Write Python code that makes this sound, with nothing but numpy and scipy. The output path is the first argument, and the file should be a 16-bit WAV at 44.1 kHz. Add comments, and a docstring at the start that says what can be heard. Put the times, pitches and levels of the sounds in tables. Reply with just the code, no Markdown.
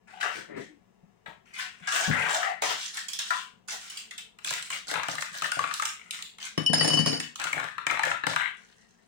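"""In a small kitchen, over a low hush of coloured noise, someone rummages in the freezer: stick-slip grains
rustle, knocks ring plastic resonances and the door seal puffs with filtered noise. Then a plastic ice tray
is twisted until grains creak and short bursts snap. A handful of cubes drops into a glass jar on the counter,
each blow clacking and ringing modes of glass and counter; the tray is twisted again and cubes knock in it.
Two unlike microphones stand close to the jar."""
import sys
import numpy as np
from scipy import signal
from scipy.fft import rfft, irfft, next_fast_len
from scipy.io import wavfile
from scipy.ndimage import uniform_filter1d

SR = 44100
rng = np.random.default_rng(int(sys.argv[2]) if len(sys.argv) > 2 else 0)


def digitize_waveform(pressure):
    """Quantize a signal to 16-bit integers and store it at the path in sys.argv[1].

    Rows of a 2-D input are taken as channels; values are limited to [-1, 1].
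    """
    field = np.atleast_2d(pressure).T
    bounded = np.clip(field, -1, 1)
    quanta = np.round(bounded * 32767).astype(np.int16)
    wavfile.write(sys.argv[1], SR, quanta)


N = 399987
TIME = np.arange(N) / SR  # seconds

# All levels in the tables are relative: each layer has its own gain further on.
# Colour of the still room. Each row: frequency in Hz, density in dB per Hz.
HUSH_COLOUR = [(18, -46.5), (30, -1), (134, -6), (199, 9), (273, -7), (364, -6), (569, -6), (866, -8),
               (1010, -12.5), (3870, -29), (6210, -31), (13300, -41.5), (16000, -42.5)]
HUSH_DB = -62.5  # rms level ahead of the microphones
# Kitchen reverberation. Each row: frequency in Hz, decay time t60 in seconds.
KITCHEN_T60 = [(120, 0.31), (500, 0.14), (2000, 0.37), (6000, 0.27), (14000, 0.25)]
ALIKE_HZ = 404  # well below this both microphones hear nearly the same room
# The freezer door peels off its seal in hollow puffs. 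Each row: start in seconds, length in seconds, level in dB.
DOOR_PUFFS = [(0.342, 0.065, -44), (0.475, 0.11, -40), (0.555, 0.038, -37.5)]
# Colour of the air at the seal. Each row: frequency in Hz, density in dB per Hz.
DOOR_COLOUR = [(70, -17), (155, 4.5), (321, 5), (362, 10), (534, 2), (643, -4.5), (949, -9), (1160, -15),
               (1870, -8), (2580, -23), (4000, -33), (5200, -88)]
# Things pushed and dragged in the freezer. Each row: start in seconds, length in seconds,
# scrape in dB, crinkle in dB, bump in dB, scrape resonance in Hz.
FREEZER_STROKES = [(0.07, 0.2, -51, -60, -59, 1400), (0.2, 0.011, -29, -35, -69, 1410),
                   (0.225, 0.05, -32, -44.5, -37, 1320), (0.3, 0.081, -43.5, -46, -51, 2040),
                   (0.56, 0.047, -62, -51, -72, 1990), (1.258, 0.015, -57, -58, -41, 1330),
                   (1.45, 0.43, -60, -64.5, -95, 2130), (1.82, 0.13, -45, -56.5, -70, 1800),
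                   (1.53, 0.12, -41, -45, -80, 2300), (1.58, 0.011, -31, -33, -53, 1810),
                   (1.87, 0.13, -32.5, -34.5, -80, 1540), (1.925, 0.14, -32.5, -32.5, -31, 1450),
                   (2.105, 0.22, -32, -40, -33, 1470), (2.28, 0.056, -36, -30, -43, 1460),
                   (2.34, 0.11, -35, -41, -45, 1340), (2.615, 0.1, -32.5, -31, -35.5, 1090),
                   (2.77, 0.086, -44, -34, -83, 1870), (2.93, 0.054, -41.5, -37, -67.5, 1690),
                   (3.19, 0.21, -45.5, -41, -88, 3180), (3.675, 0.057, -39.5, -33.5, -43, 1720),
                   (3.8, 0.2, -52.5, -44, -78, 2460)]
# Plastic and frozen things knocking in the freezer. Each row: start in seconds, knock in dB,
# resonance in Hz, crack in dB.
FREEZER_KNOCKS = [(0.228, -16, 1410, -56), (1.259, -31.5, 1640, -68), (1.261, -36.5, 3400, -66),
                  (1.872, -17.5, 1530, -38), (1.921, -16, 1360, -31), (1.96, -12, 1440, -32.5),
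                  (2.11, -12.5, 1900, -55), (2.128, -20, 1830, -60), (2.16, -22.5, 1930, -55),
                  (2.218, -18, 2350, -67), (2.258, -20.5, 1400, -60), (2.345, -15.5, 730, -32.5),
                  (2.428, -18, 1730, -45.5), (2.496, -25, 790, -52), (2.62, -12.5, 800, -32),
                  (2.971, -26.5, 1850, -37), (3.084, -35, 3360, -35.5), (3.132, -35, 3920, -33.5),
                  (3.189, -24.5, 3400, -30), (3.304, -12.5, 1394, -37.5), (3.683, -36, 1470, -42),
                  (3.899, -42, 3180, -41.5), (3.971, -44, 2960, -37.5), (4.109, -35.5, 2100, -44.5),
                  (4.179, -34, 3040, -40)]
# Plastic judders along a shelf and sings; the rows from 0.36 s to 0.75 s are the freezer door ringing as it
# opens. # Each row: start in seconds, length in seconds, level in dB, resonance in Hz, width in Hz of the first
# of two resonators.
JUDDERS = [(0.129, 0.14, -47, 776, 110), (0.361, 0.033, -43, 373, 45),
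           (0.536, 0.094, -47.5, 1900, 400), (0.64, 0.057, -65.5, 2000, 347),
           (0.668, 0.081, -49.5, 300, 60), (1.858, 0.019, -51, 1570, 170),
           (2.104, 0.064, -29, 2000, 300), (2.17, 0.076, -30.5, 2060, 380),
           (2.342, 0.082, -26, 718, 101), (2.44, 0.078, -27.5, 750, 130),
           (2.424, 0.11, -36.5, 1900, 240), (3.3, 0.037, -25, 1030, 133)]
# Soft heavy thumps of the freezer cabinet. Each row: start in seconds, level in dB.
FREEZER_THUMPS = [(1.03, -45), (1.28, -45), (1.806, -48.5), (2.075, -22), (2.095, -16.5), (3.534, -53),
                  (5.314, -52)]
# Hollow boom of the freezer's shelves. Each row: frequency in Hz, density in dB per Hz.
SHELF_BOOM = [(60, -20), (160, -13), (250, -10), (380, 2.5), (540, 3.5), (720, 10), (1000, 8.5),
              (2000, -36)]
# Deep boom of the freezer cabinet. Each row: frequency in Hz, density in dB per Hz.
CABINET_BOOM = [(25, -7.5), (60, -19), (110, -20), (168, 2), (215, -14.5), (290, -32.5), (600, -29.5),
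                (2000, -69)]
# Scraped plastic. Each row: frequency in Hz, density in dB per Hz.
SCRAPE_COLOUR = [(250, -29), (500, -15.5), (720, -7.5), (1400, 6), (2200, 2.5), (2600, 3), (3300, -5),
                 (4000, 2.5), (4700, -15), (8000, -61)]
# Cracking frost. Each row: frequency in Hz, density in dB per Hz.
CRACK_COLOUR = [(1000, -16), (2400, -8.5), (3500, 2), (5500, 0.5), (8200, -1), (10000, -6.5), (13500, -20),
                (16000, -15)]
# A fresh fracture of ice, brighter than frost. Each row: frequency in Hz, density in dB per Hz.
SNAP_COLOUR = [(1000, -28.5), (2400, 2), (3500, 7), (5500, 1.5), (8200, 3), (10000, -4.5), (13500, -15.5),
               (16000, -18.5)]
# Twists of the tray. Each row: start in seconds, length in seconds, scrape in dB, crinkle in dB,
# bump in dB, scrape resonance in Hz.
TRAY_TWISTS = [(4.43, 0.15, -34, -36.5, -52, 2900), (4.495, 0.071, -42, -40, -44, 2170),
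               (4.6, 0.12, -50, -43, -77, 2410), (4.695, 0.068, -28, -34, -47, 2760),
               (4.865, 0.04, -30.5, -35, -45, 1480), (4.91, 0.072, -32.5, -60, -36.5, 1030),
               (5.0, 0.055, -37, -54, -52, 1400), (5.075, 0.065, -36, -35.5, -42.5, 1470),
               (5.17, 0.036, -40, -32, -41, 1610), (5.31, 0.13, -36.5, -38.5, -53.5, 1700),
               (5.42, 0.038, -23, -28, -33.5, 1450), (5.56, 0.12, -45, -42.5, -41.5, 1200),
               (5.68, 0.13, -65, -43, -75, 1330), (5.92, 0.24, -50, -60.5, -79, 2160),
               (6.11, 0.1, -41.5, -45, -90, 3000), (6.39, 0.085, -34, -36.5, -77, 2610),
               (7.38, 0.11, -28, -48, -39.5, 1210), (7.53, 0.12, -35, -65, -33, 1510),
               (7.87, 0.079, -36, -58.5, -32.5, 2080), (8.03, 0.095, -27.5, -43.5, -31.5, 1480),
               (8.265, 0.066, -48, -37, -34.5, 1370), (8.36, 0.12, -25.5, -49, -53, 1870),
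               (8.52, 0.73, -55, -60.5, -81, 1830)]
# The tray snaps and cubes knock in their pockets. Each row: start in seconds, knock in dB,
# resonance in Hz, crack in dB.
TRAY_SNAPS = [(4.387, -38, 2820, -50), (4.446, -34, 1570, -30), (4.473, -31, 1660, -33),
              (4.507, -23, 1010, -29), (4.537, -27, 1970, -28.5), (4.625, -48, 2800, -34.5),
              (4.703, -27, 2920, -36), (4.886, -37, 1180, -47), (4.913, -22.5, 790, -30),
              (4.939, -21.5, 1070, -34.5), (4.955, -18.5, 1330, -56), (4.974, -25.5, 930, -56),
              (4.996, -19.5, 1040, -49), (5.033, -21, 1330, -38.5), (5.084, -22, 1570, -33),
              (5.153, -29, 1200, -35), (5.182, -21, 1765, -48), (5.222, -23, 1255, -32),
              (5.421, -20, 1270, -32.5), (5.518, -18, 1468, -27.5), (5.591, -15, 1126, -35),
              (5.639, -14.5, 1243, -53), (5.71, -21.5, 1230, -54), (5.739, -78, 3250, -28),
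              (5.797, -18, 1250, -37), (5.834, -33, 1270, -37), (5.822, -19.5, 1340, -29.5),
              (5.854, -49, 1350, -24.5), (5.9, -47, 2470, -52), (6.108, -62, 2780, -28.5),
              (6.224, -44, 2900, -33), (6.384, -38.5, 2220, -46), (7.201, -27, 1817, -31),
              (7.357, -34.5, 1290, -36.5), (7.398, -27.5, 1640, -34), (7.416, -26, 1620, -37),
              (7.44, -26, 1160, -30), (7.529, -17.5, 2247, -33.5), (7.578, -19, 1670, -55),
              (7.598, -22, 1170, -41), (7.641, -23, 1280, -41.5), (7.685, -26.5, 1770, -50),
              (7.781, -19, 1280, -49.5), (7.867, -14, 2174, -32), (7.899, -16.5, 2300, -57),
              (7.91, -15.5, 1290, -35), (7.972, -18, 945, -49), (7.993, -14.5, 900, -39.5),
              (8.034, -12.5, 1670, -32.5), (8.052, -42, 2540, -33), (8.114, -14.5, 1350, -44),
              (8.236, -16, 1770, -55), (8.246, -40, 1770, -67), (8.267, -18, 1276, -29),
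              (8.333, -25, 1540, -44), (8.361, -11.5, 1600, -30.5), (8.405, -21, 1570, -60)]
# The tray buckles with a dull thud. Each row: start in seconds, level in dB.
TRAY_THUDS = [(4.51, -39), (4.913, -33), (5.084, -29.5), (5.64, -37), (5.421, -34), (5.569, -32),
              (7.529, -37), (7.867, -33.5), (8.235, -37), (8.267, -25.5)]
# Dull flexing of the tray. Each row: frequency in Hz, density in dB per Hz.
TRAY_FLEX = [(25, -45), (60, -13), (110, -1.5), (160, 11), (205, -18.5), (280, 5), (380, -2.5), (520, 7.5),
             (750, 9), (1100, -10.5), (2000, -64)]
# Cubes striking the jar. Each row: start in seconds, thump of the counter in dB, clack in dB,
# jostling of the heap in dB, then the ring of the glass in dB near 3 kHz, near 4.6 kHz, near 5.1 kHz,
# near 5.4 kHz and above 6 kHz.
JAR_HITS = [(6.577, -12, -15.5, -23.5, -29, -49, -52, -24.5, -35),
            (6.662, -32, -39, -53, -16, -33, -50, -18.5, -28.5),
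            (6.696, -11.5, -36, -60, -53, -37, -52, -46.5, -39.5),
            (6.732, -17.5, -11.5, -17, -46, -32, -27, -25, -19),
            (6.741, -37, -41, -21, -29, -30, -14, -29, -25.5),
            (6.781, -29, -30, -21, -43, -40, -26, -24, -31),
            (6.796, -36, -33, -32, -39, -22, -18, -32, -33),
            (6.808, -15.5, -14.5, -28, -22, -28, -42, -33, -27),
            (6.828, -22, -24, -36, -33, -32, -39, -32, -26),
            (6.845, -13, -13, -17.5, -42, -38, -40, -23, -24),
            (6.876, -25, -17, -16.5, -28, -25, -29, -41, -24),
            (6.903, -25.5, -20, -22, -22.5, -27, -34, -39, -32),
            (6.934, -28, -20.5, -17, -20.5, -29, -39, -37, -34),
            (6.973, -30, -22, -40, -25, -27, -41, -36, -37),
            (6.989, -12, -17, -18.5, -42, -28, -56, -33, -30),
            (7.06, -15.5, -12.5, -12, -29.5, -24, -28, -26, -30),
            (7.129, -19.5, -18, -23, -34, -25.5, -35, -40, -37),
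            (7.199, -34, -33, -60, -44, -39, -43, -29, -34.5),
            (7.229, -37, -57, -60, -36, -43, -57, -52, -63)]
# Modes of the glass jar, split into pairs by the moulded wall. Each row: frequency in Hz, strength in dB.
GLASS_MODES = [(2973, -40), (4533, -51), (4613, -48), (5087, -40), (5110, -51.5), (5280, -57.5),
               (5381, -39.5), (5491, -54), (6843, -54.5), (8981, -47.5), (9032, -62), (9093, -56.5),
               (9841, -60.5), (10275, -54.5), (11289, -63.5)]
# Modes of the counter under the jar. Each row: frequency in Hz, strength in dB.
COUNTER_MODES = [(122, 6.5), (161, 8.5), (237, 3.5), (272, 1), (300, 3), (405, -12.5), (442, -6), (471, -9),
                 (511, -5), (613, -21), (711, -13), (786, -14), (1010, -18), (1790, -9)]
# Ice landing in the jar. Each row: frequency in Hz, density in dB per Hz.
CLACK_COLOUR = [(50, -23), (150, -15), (400, 5), (750, 4.5), (1150, -0.5), (1350, -7.5), (1700, -0.5),
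                (2300, -12.5), (4000, -11), (6500, -49), (9000, -34)]
# Ice jostling in the jar. Each row: frequency in Hz, density in dB per Hz.
JOSTLE_COLOUR = [(200, 7), (700, 12.5), (1050, -10.5), (1350, -2), (1750, -2.5), (2300, -3), (3800, -25),
                 (5250, 9.5), (6100, -9), (7000, -1), (8000, -18), (9100, -11), (11000, -30), (16000, -39)]
# The left microphone, loud and dull. Each row: frequency in Hz, gain in dB.
LEFT_MIC = [(50, -2), (300, 2), (900, 1), (2700, 5.5), (4200, 0), (6400, -1), (7400, -13.5), (8600, -37.5),
            (13500, -25), (15400, -21)]
# The right microphone, faint and bright. Each row: frequency in Hz, gain in dB.
RIGHT_MIC = [(50, -11), (300, -7), (900, -7.5), (2700, -5.5), (4200, -2), (6400, 4.5), (8000, 5.5),
             (13800, 1), (15200, 14.5), (16000, 7)]
LEFT_LAG = 39  # samples
CUTOFF_HZ = 16200


def from_db(db):
    """Turn decibels into an amplitude factor."""
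    return 10 ** (np.asarray(db) / 20)


def rms_one(x):
    """Scale a sound to rms 1."""
    return x / np.sqrt(np.mean(x ** 2) + 1e-20)


def peak_one(x):
    """Scale a blow so that its loudest 4 ms have rms 1."""
    return x / np.sqrt(uniform_filter1d(x ** 2, size=176).max())


def at_hz(points, hz):
    """Read a curve on a log-frequency axis."""
    f, value = np.transpose(points)
    return np.interp(np.log(np.maximum(hz, 1)), np.log(f), value)


def add(out, s, sound):
    """Mix a sound in at time s."""
    i = max(round(s * SR), 0)
    out[i:i + len(sound)] += sound[:max(N - i, 0)]


def tint(x, spectrum):
    """Causal (minimum-phase) filter with the given spectrum, built by folding its cepstrum."""
    size = 2 * next_fast_len(len(x) // 2 + 4096)
    hz = np.arange(size // 2 + 1) * SR / size
    cepstrum = irfft(np.log(from_db(at_hz(spectrum, hz))))
    cepstrum[1:size // 2] *= 2
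    cepstrum[size // 2 + 1:] = 0
    return irfft(rfft(x, size) * np.exp(rfft(cepstrum)))[:len(x)]


def high_pass(x, hz):
    """A small body radiates little below hz."""
    return signal.sosfilt(signal.butter(2, hz, "high", fs=SR, output="sos"), x)


def band_pass(x, order, low_hz, high_hz):
    """Keep what lies between two frequencies."""
    sos = signal.butter(order, [low_hz, high_hz], "band", fs=SR, output="sos")
    return signal.sosfilt(sos, x)


def resonate(x, hz, width_hz):
    """One resonance with gain 1 on top."""
    r = np.exp(-np.pi * width_hz / SR)
    zeros = np.array([1, 0, -1]) * (1 - r * r) / 2
    return signal.lfilter(zeros, [1, -2 * r * np.cos(2 * np.pi * hz / SR), r * r], x)


def ring(clicks, hz, t60):
    """A unit click sets a decaying sine of starting height 1 ringing."""
    r, w = np.exp(-np.log(1000) / (t60 * SR)), 2 * np.pi * hz / SR
    return signal.lfilter([0, np.sin(w)], [1, -2 * r * np.cos(w), r * r], clicks + 1e-18)


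def drift(rate):
    """A slow random wander through `rate` normal draws a second."""
    count = int(rate * N / SR) + 2
    return np.interp(TIME * rate, np.arange(count), rng.standard_normal(count))


def burst(decay_s, size=4096):
    """A contact: many overlapping vibrations that die together."""
    return rng.standard_normal(size) * np.exp(-TIME[:size] / decay_s)


def grains(per_s, spread_db):
    """Tiny slips at random moments, with sizes spread over spread_db steps; rms 1."""
    sizes = from_db(spread_db * np.minimum(rng.exponential(1, N), 4))
    sizes = sizes * rng.choice([-1, 1], N)
    return rms_one(sizes * (rng.random(N) < per_s / SR))


def swell(length, attack_s, sag_db_per_s, release_s):
    """One push: it builds up, slackens (or grows, if the sag is negative), then dies away."""
    t = TIME[:SR]
    attack = np.minimum(t / attack_s, 1)
    sag = from_db(-sag_db_per_s * np.minimum(t, length))
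    return attack * sag * np.exp(-np.clip((t - length) / release_s, 0, 20))


def strokes(rows, attack_s, sag_db_per_s, release_s):
    """Gains of scrape, crinkle and bump, and the scrape resonance, weighted to the loudest stroke."""
    power, centre = np.full((3, N), 1e-20), np.full(N, 1e-17)
    for start, length, *levels_db, hz in rows:
        push = np.outer(from_db(levels_db), swell(length, attack_s, sag_db_per_s, release_s)) ** 2
        for layer, part in zip(power, push):
            add(layer, start, part)
        add(centre, start, push[0] * hz)
    return *np.sqrt(power), centre / power[0]


def reflections(x, decay_s=0.0073, size=8192):
    """A spray of echoes off nearby surfaces; it keeps changing as the hands move."""
    hop, taps = size // 2, 1024
    x = np.pad(x, ((0, 0), (hop, size)))
    window = np.sin(np.pi * np.arange(size) / size)  # overlapping frames keep the power steady
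    out = np.zeros((2, x.shape[1] + taps))
    for i in range(0, N + hop, hop):
        spray = np.array([rms_one(burst(decay_s, size=taps)) for side in "LR"]) / np.sqrt(taps)
        out[:, i:i + size + taps - 1] += signal.fftconvolve(x[:, i:i + size] * window, spray, axes=1)
    return high_pass(out[:, hop:hop + N], ALIKE_HZ)


def kitchen(x, wet_db, build_s, near_db=None):
    """Direct sound, a tail that builds up and dies band by band, and near reflections if asked for."""
    t, edges, tail = TIME[:SR // 2], np.geomspace(60, 18000, 9), 0
    for low, high in zip(edges, edges[1:]):
        hz = np.sqrt(low * high)
        mid, side = band_pass(rng.standard_normal((2, len(t))), 2, low, high)
        alike = 1 / (1 + (hz / ALIKE_HZ) ** 2)
        noise = np.sqrt(1 + alike) * mid + np.sqrt(1 - alike) * side * [[1], [-1]]
        decay = np.exp(-np.log(1000) * t / at_hz(KITCHEN_T60, hz))
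        tail = tail + noise * decay * (1 - np.exp(-t / build_s))
    response = from_db(wet_db) * tail / np.sqrt(np.sum(tail ** 2, axis=1, keepdims=True))
    response[:, 0] += 1  # direct sound
    x = np.atleast_2d(x)
    out = signal.fftconvolve(x, response, axes=1)[:, :N]
    power = 1 + from_db(wet_db) ** 2
    if near_db is not None:
        out = out + from_db(near_db) * reflections(x)
        power = power + from_db(near_db) ** 2
    return out / np.sqrt(power)


def friction(motion, boom, per_s, spread_db, focus_db, scrape_db, wall_db, crinkle_db, bump_db):
    """Stick-slip grains sound a wandering plastic resonance, a frosty crinkle and the dull body beneath."""
    scrape, crinkle, bump, centre_hz = motion
    slips = grains(per_s, spread_db)
    rub, body, power = tint(slips, SCRAPE_COLOUR), 0, 0
    for k, hz in enumerate(np.geomspace(700, 3100, 10)):
        nearness = np.exp(-(np.log2(hz / centre_hz) / .35) ** 2)
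        weight = from_db(focus_db * nearness + 3 * drift(20))
        mode = resonate(rub, hz, 0.18 * hz) * (-1) ** k
        body = body + weight * mode
        power = power + weight ** 2 * np.mean(mode ** 2)
    # flakes of frost and film differ in size, so the crinkle keeps changing colour
    flakes = 0
    for hz in np.geomspace(3200, 14000, 6):
        flake = resonate(grains(per_s / 3, spread_db), hz, .3 * hz)
        flakes = flakes + flake * from_db(2.5 * drift(14)) / np.sqrt(hz)
    rubbing = from_db(scrape_db) * body / np.sqrt(power)
    rubbing += from_db(wall_db) * rms_one(resonate(rub, 724, 57))  # the rubbed wall drones along
    dull = from_db(bump_db) * rms_one(tint(grains(per_s, spread_db), boom))
    frost = from_db(crinkle_db) * rms_one(tint(rms_one(flakes) + 0.47 * slips, CRACK_COLOUR))
    return scrape * rubbing + bump * dull + crinkle * frost


def knock(centre_hz, ring_s, spread, broad, count=28):
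    """A blow rings the pocket it lands in most, and a fainter scatter of modes of ice and plastic."""
    t = TIME[:4096]
    scattered_hz = 600 * 7.5 ** ((np.arange(count) + rng.random(count)) / count)
    hz = np.append(centre_hz, scattered_hz)
    near = np.exp(-(np.log2(hz / centre_hz) / spread) ** 2)  # spread in octaves
    scatter = from_db(at_hz(SCRAPE_COLOUR, hz) + 2.07 * rng.standard_normal(count + 1))
    phase = rng.uniform(0, 2 * np.pi, (count + 1, 1))
    decay = np.exp(-t * np.sqrt(hz[:, None] / centre_hz) / ring_s)  # high modes die sooner
    modes = np.sin(2 * np.pi * hz[:, None] * t + phase) * decay
    onset = 1 - np.exp(-t / 0.00039)  # soft plastic takes a moment to ring up
    return peak_one((near + broad * scatter) @ modes * onset)


def knocks(rows, ring_s, crack_s, spread, broad, knock_db, crack_db, rebound_s, rebound_db):
    """Each blow is a sharp crack and the hollow ring of plastic, followed at once by a weaker rebound."""
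    out = np.zeros(N)
    for s, level, hz, crack in rows:
        gain = from_db(level + knock_db)
        add(out, s, gain * knock(hz, ring_s, spread, broad))
        again_s = s + rebound_s * rng.uniform(.7, 1.3)
        again_hz = hz * rng.uniform(0.66, 1.3)
        add(out, again_s, gain * from_db(rebound_db) * knock(again_hz, ring_s, spread, broad))
        add(out, s, from_db(crack + crack_db) * peak_one(tint(burst(crack_s), SNAP_COLOUR)))
    return out


def thuds(rows, body, decay_s, gain_db):
    """Soft, heavy blows that sound only the dull body."""
    out = np.zeros(N)
    for s, db in rows:
        add(out, s, from_db(db + gain_db) * peak_one(tint(burst(decay_s), body)))
    return out


def struck(modes, times, level_db, t60, scatter_db, skew_s, detune):
    """Every blow rings the same modes; leaning cubes shift their strength and pitch a little each time."""
    hz, db = np.transpose(modes)
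    share = from_db(db) / np.linalg.norm(from_db(db))
    t, out = TIME[:SR // 3], np.zeros((2, N))
    fade = np.exp(-np.log(1000) * t / t60) * (1 - np.exp(-t / 0.00037))  # the contact lasts a moment
    for s, level in zip(times, level_db):
        pitch, strength, sign, *skews = rng.standard_normal((5, len(hz)))
        heights = share * from_db(level + scatter_db * strength) * np.sign(sign)
        sines = np.sin(2 * np.pi * np.outer(hz * (1 + detune * pitch), t))
        waves = sines * fade * heights[:, None]
        for side, skew in zip(out, skews):  # each mode reaches the two sides at its own moment
            for wave, late in zip(waves, skew):
                add(side, s + skew_s * late, wave)
    return out


def hush():
    """The still kitchen: steady coloured noise."""
    air = rms_one(tint(rng.standard_normal(N), HUSH_COLOUR))
    return from_db(HUSH_DB) * kitchen(air, wet_db=2.0, build_s=0.0031)


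def door():
    """Air rushes past the rubber seal as the freezer opens: noise swelling in puffs."""
    flow = np.zeros(N)
    for start, length, db in DOOR_PUFFS:
        puff = swell(length, attack_s=0.03, sag_db_per_s=-1, release_s=0.031)
        add(flow, start, from_db(db) * puff)
    rush = rms_one(tint(rng.standard_normal(N), DOOR_COLOUR)) * flow
    return kitchen(rush, wet_db=-10.0, build_s=0.0031, near_db=-2.5)


def judders(per_s, spread_db):
    """Rapid slips keep one resonance of the dragged plastic, or of the opening door, sounding."""
    out, slips = np.zeros(N), grains(per_s, spread_db)
    for start, length, db, hz, width in JUDDERS:
        push = swell(length, attack_s=0.012, sag_db_per_s=52.5, release_s=0.0087)
        drag = slips[int(start * SR):][:len(push)]
        tone = resonate(resonate(drag, hz, width), hz, 2 * width)
        add(out, start, from_db(db) * push * rms_one(tone))
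    return out


def freezer():
    """Friction, knocks, juddering plastic and the ringing door across the room, with a few deep cabinet thumps."""
    motion = strokes(FREEZER_STROKES, attack_s=0.0057, sag_db_per_s=-5, release_s=0.03)
    out = friction(motion, SHELF_BOOM, per_s=1600, spread_db=6.0, focus_db=5.5, scrape_db=3.5,
                   wall_db=-22, crinkle_db=-4.0, bump_db=-0.5)
    out += knocks(FREEZER_KNOCKS, ring_s=0.0045, crack_s=0.0015, spread=0.36, broad=0.2, knock_db=-4.0,
                  crack_db=10.0, rebound_s=.008, rebound_db=-12.5)
    out += judders(per_s=760, spread_db=0.0)
    thumps = high_pass(thuds(FREEZER_THUMPS, CABINET_BOOM, decay_s=0.011, gain_db=1.5), 55)
    rummaging = kitchen(out, wet_db=9.0, build_s=0.011, near_db=10.5)
    return rummaging + kitchen(thumps, wet_db=-6.5, build_s=0.11)


def tray():
    """The twisted tray creaks by stick-slip and snaps as the cubes break free."""
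    motion = strokes(TRAY_TWISTS, attack_s=0.032, sag_db_per_s=20.5, release_s=0.015)
    creak = friction(motion, TRAY_FLEX, per_s=260, spread_db=4.2, focus_db=6.0, scrape_db=-0.5,
                     wall_db=-47, crinkle_db=-2.5, bump_db=-1.5)
    snaps = knocks(TRAY_SNAPS, ring_s=0.0038, crack_s=0.0022, spread=0.093, broad=0.22, knock_db=-3.5,
                   crack_db=4.5, rebound_s=.004, rebound_db=-8.5)
    snaps += thuds(TRAY_THUDS, TRAY_FLEX, decay_s=0.002, gain_db=3.5)
    creaking = kitchen(creak, wet_db=-1, build_s=.008, near_db=1)
    return creaking + kitchen(snaps, wet_db=-2, build_s=.03, near_db=-5)


def counter(times, thump_db, touches):
    """Blows through the jar ring the counter's modes; the heap adds a hollow rumble."""
    out = struck(COUNTER_MODES, times, thump_db, t60=0.062, scatter_db=2, skew_s=0, detune=0.018)
    rumble = sum(ring(from_db(db) * touches, hz, t60=0.26) for hz, db in COUNTER_MODES)
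    out += from_db(-52) * rumble
    out = high_pass(high_pass(out, 135), 110)
    return kitchen(out, wet_db=-2.5, build_s=0.0057)


def ice(times, clack_db, touches):
    """Each landing clacks and cracks ice against ice, and the jostling heap rattles on."""
    out = from_db(-15.5) * tint(touches, JOSTLE_COLOUR)
    for s, clack, jostle in zip(times, clack_db, np.transpose(JAR_HITS)[3]):
        add(out, s, from_db(clack - 6) * peak_one(tint(burst(0.0037), CLACK_COLOUR)))
        add(out, s, from_db(jostle - 22) * peak_one(tint(burst(.005), CRACK_COLOUR)))
    return kitchen(high_pass(out, 90), wet_db=0.5, build_s=0.0085, near_db=3.5)


def glass(times, rings_db, touches):
    """Blows ring five families of glass modes, each with its own decay; the heap keeps them sounding."""
    edges = [0, 4000, 4900, 5200, 6200, SR]  # Hz
    family_t60 = [0.14, 0.16, 0.17, 0.054, 0.059]
    out = np.zeros((2, N))
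    for low, high, level_db, t60 in zip(edges, edges[1:], rings_db, family_t60):
        family = [mode for mode in GLASS_MODES if low < mode[0] <= high]
        out += struck(family, times, level_db, t60, scatter_db=1, skew_s=.00004, detune=.0014)
    out += from_db(-2.5) * sum(ring(from_db(db) * touches, hz, t60=0.069) for hz, db in GLASS_MODES)
    return kitchen(band_pass(out, 4, 2300, 11500), wet_db=-7.5, build_s=0.002)


def jar():
    """Falling cubes sound ice, glass and counter; each landing also sets the heap jostling."""
    times, thump_db, clack_db, jostle_db, *rings_db = np.transpose(JAR_HITS)
    heap = np.zeros(N)
    for s, db in zip(times, jostle_db):
        add(heap, s, from_db(db) * np.exp(-TIME[:SR // 4] / 0.045))
    touches = heap * grains(600, 3.7)
    return counter(times, thump_db, touches) + ice(times, clack_db, touches) + glass(times, rings_db, touches)


def scene():
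    """Door, freezer, tray and jar over the low hush of the kitchen."""
    return hush() + door() + freezer() + tray() + jar()


def record(dry):
    """Each microphone has its own colour, the left one comes a little late; the top is cut."""
    left = np.pad(tint(dry[0], LEFT_MIC), (LEFT_LAG, 0))[:N]
    right = tint(dry[1], RIGHT_MIC)
    low_pass = signal.ellip(10, .3, 70, CUTOFF_HZ, fs=SR, output="sos")
    return signal.sosfilt(low_pass, np.array([left, right]))


dry = scene()
out = record(dry)
digitize_waveform(out)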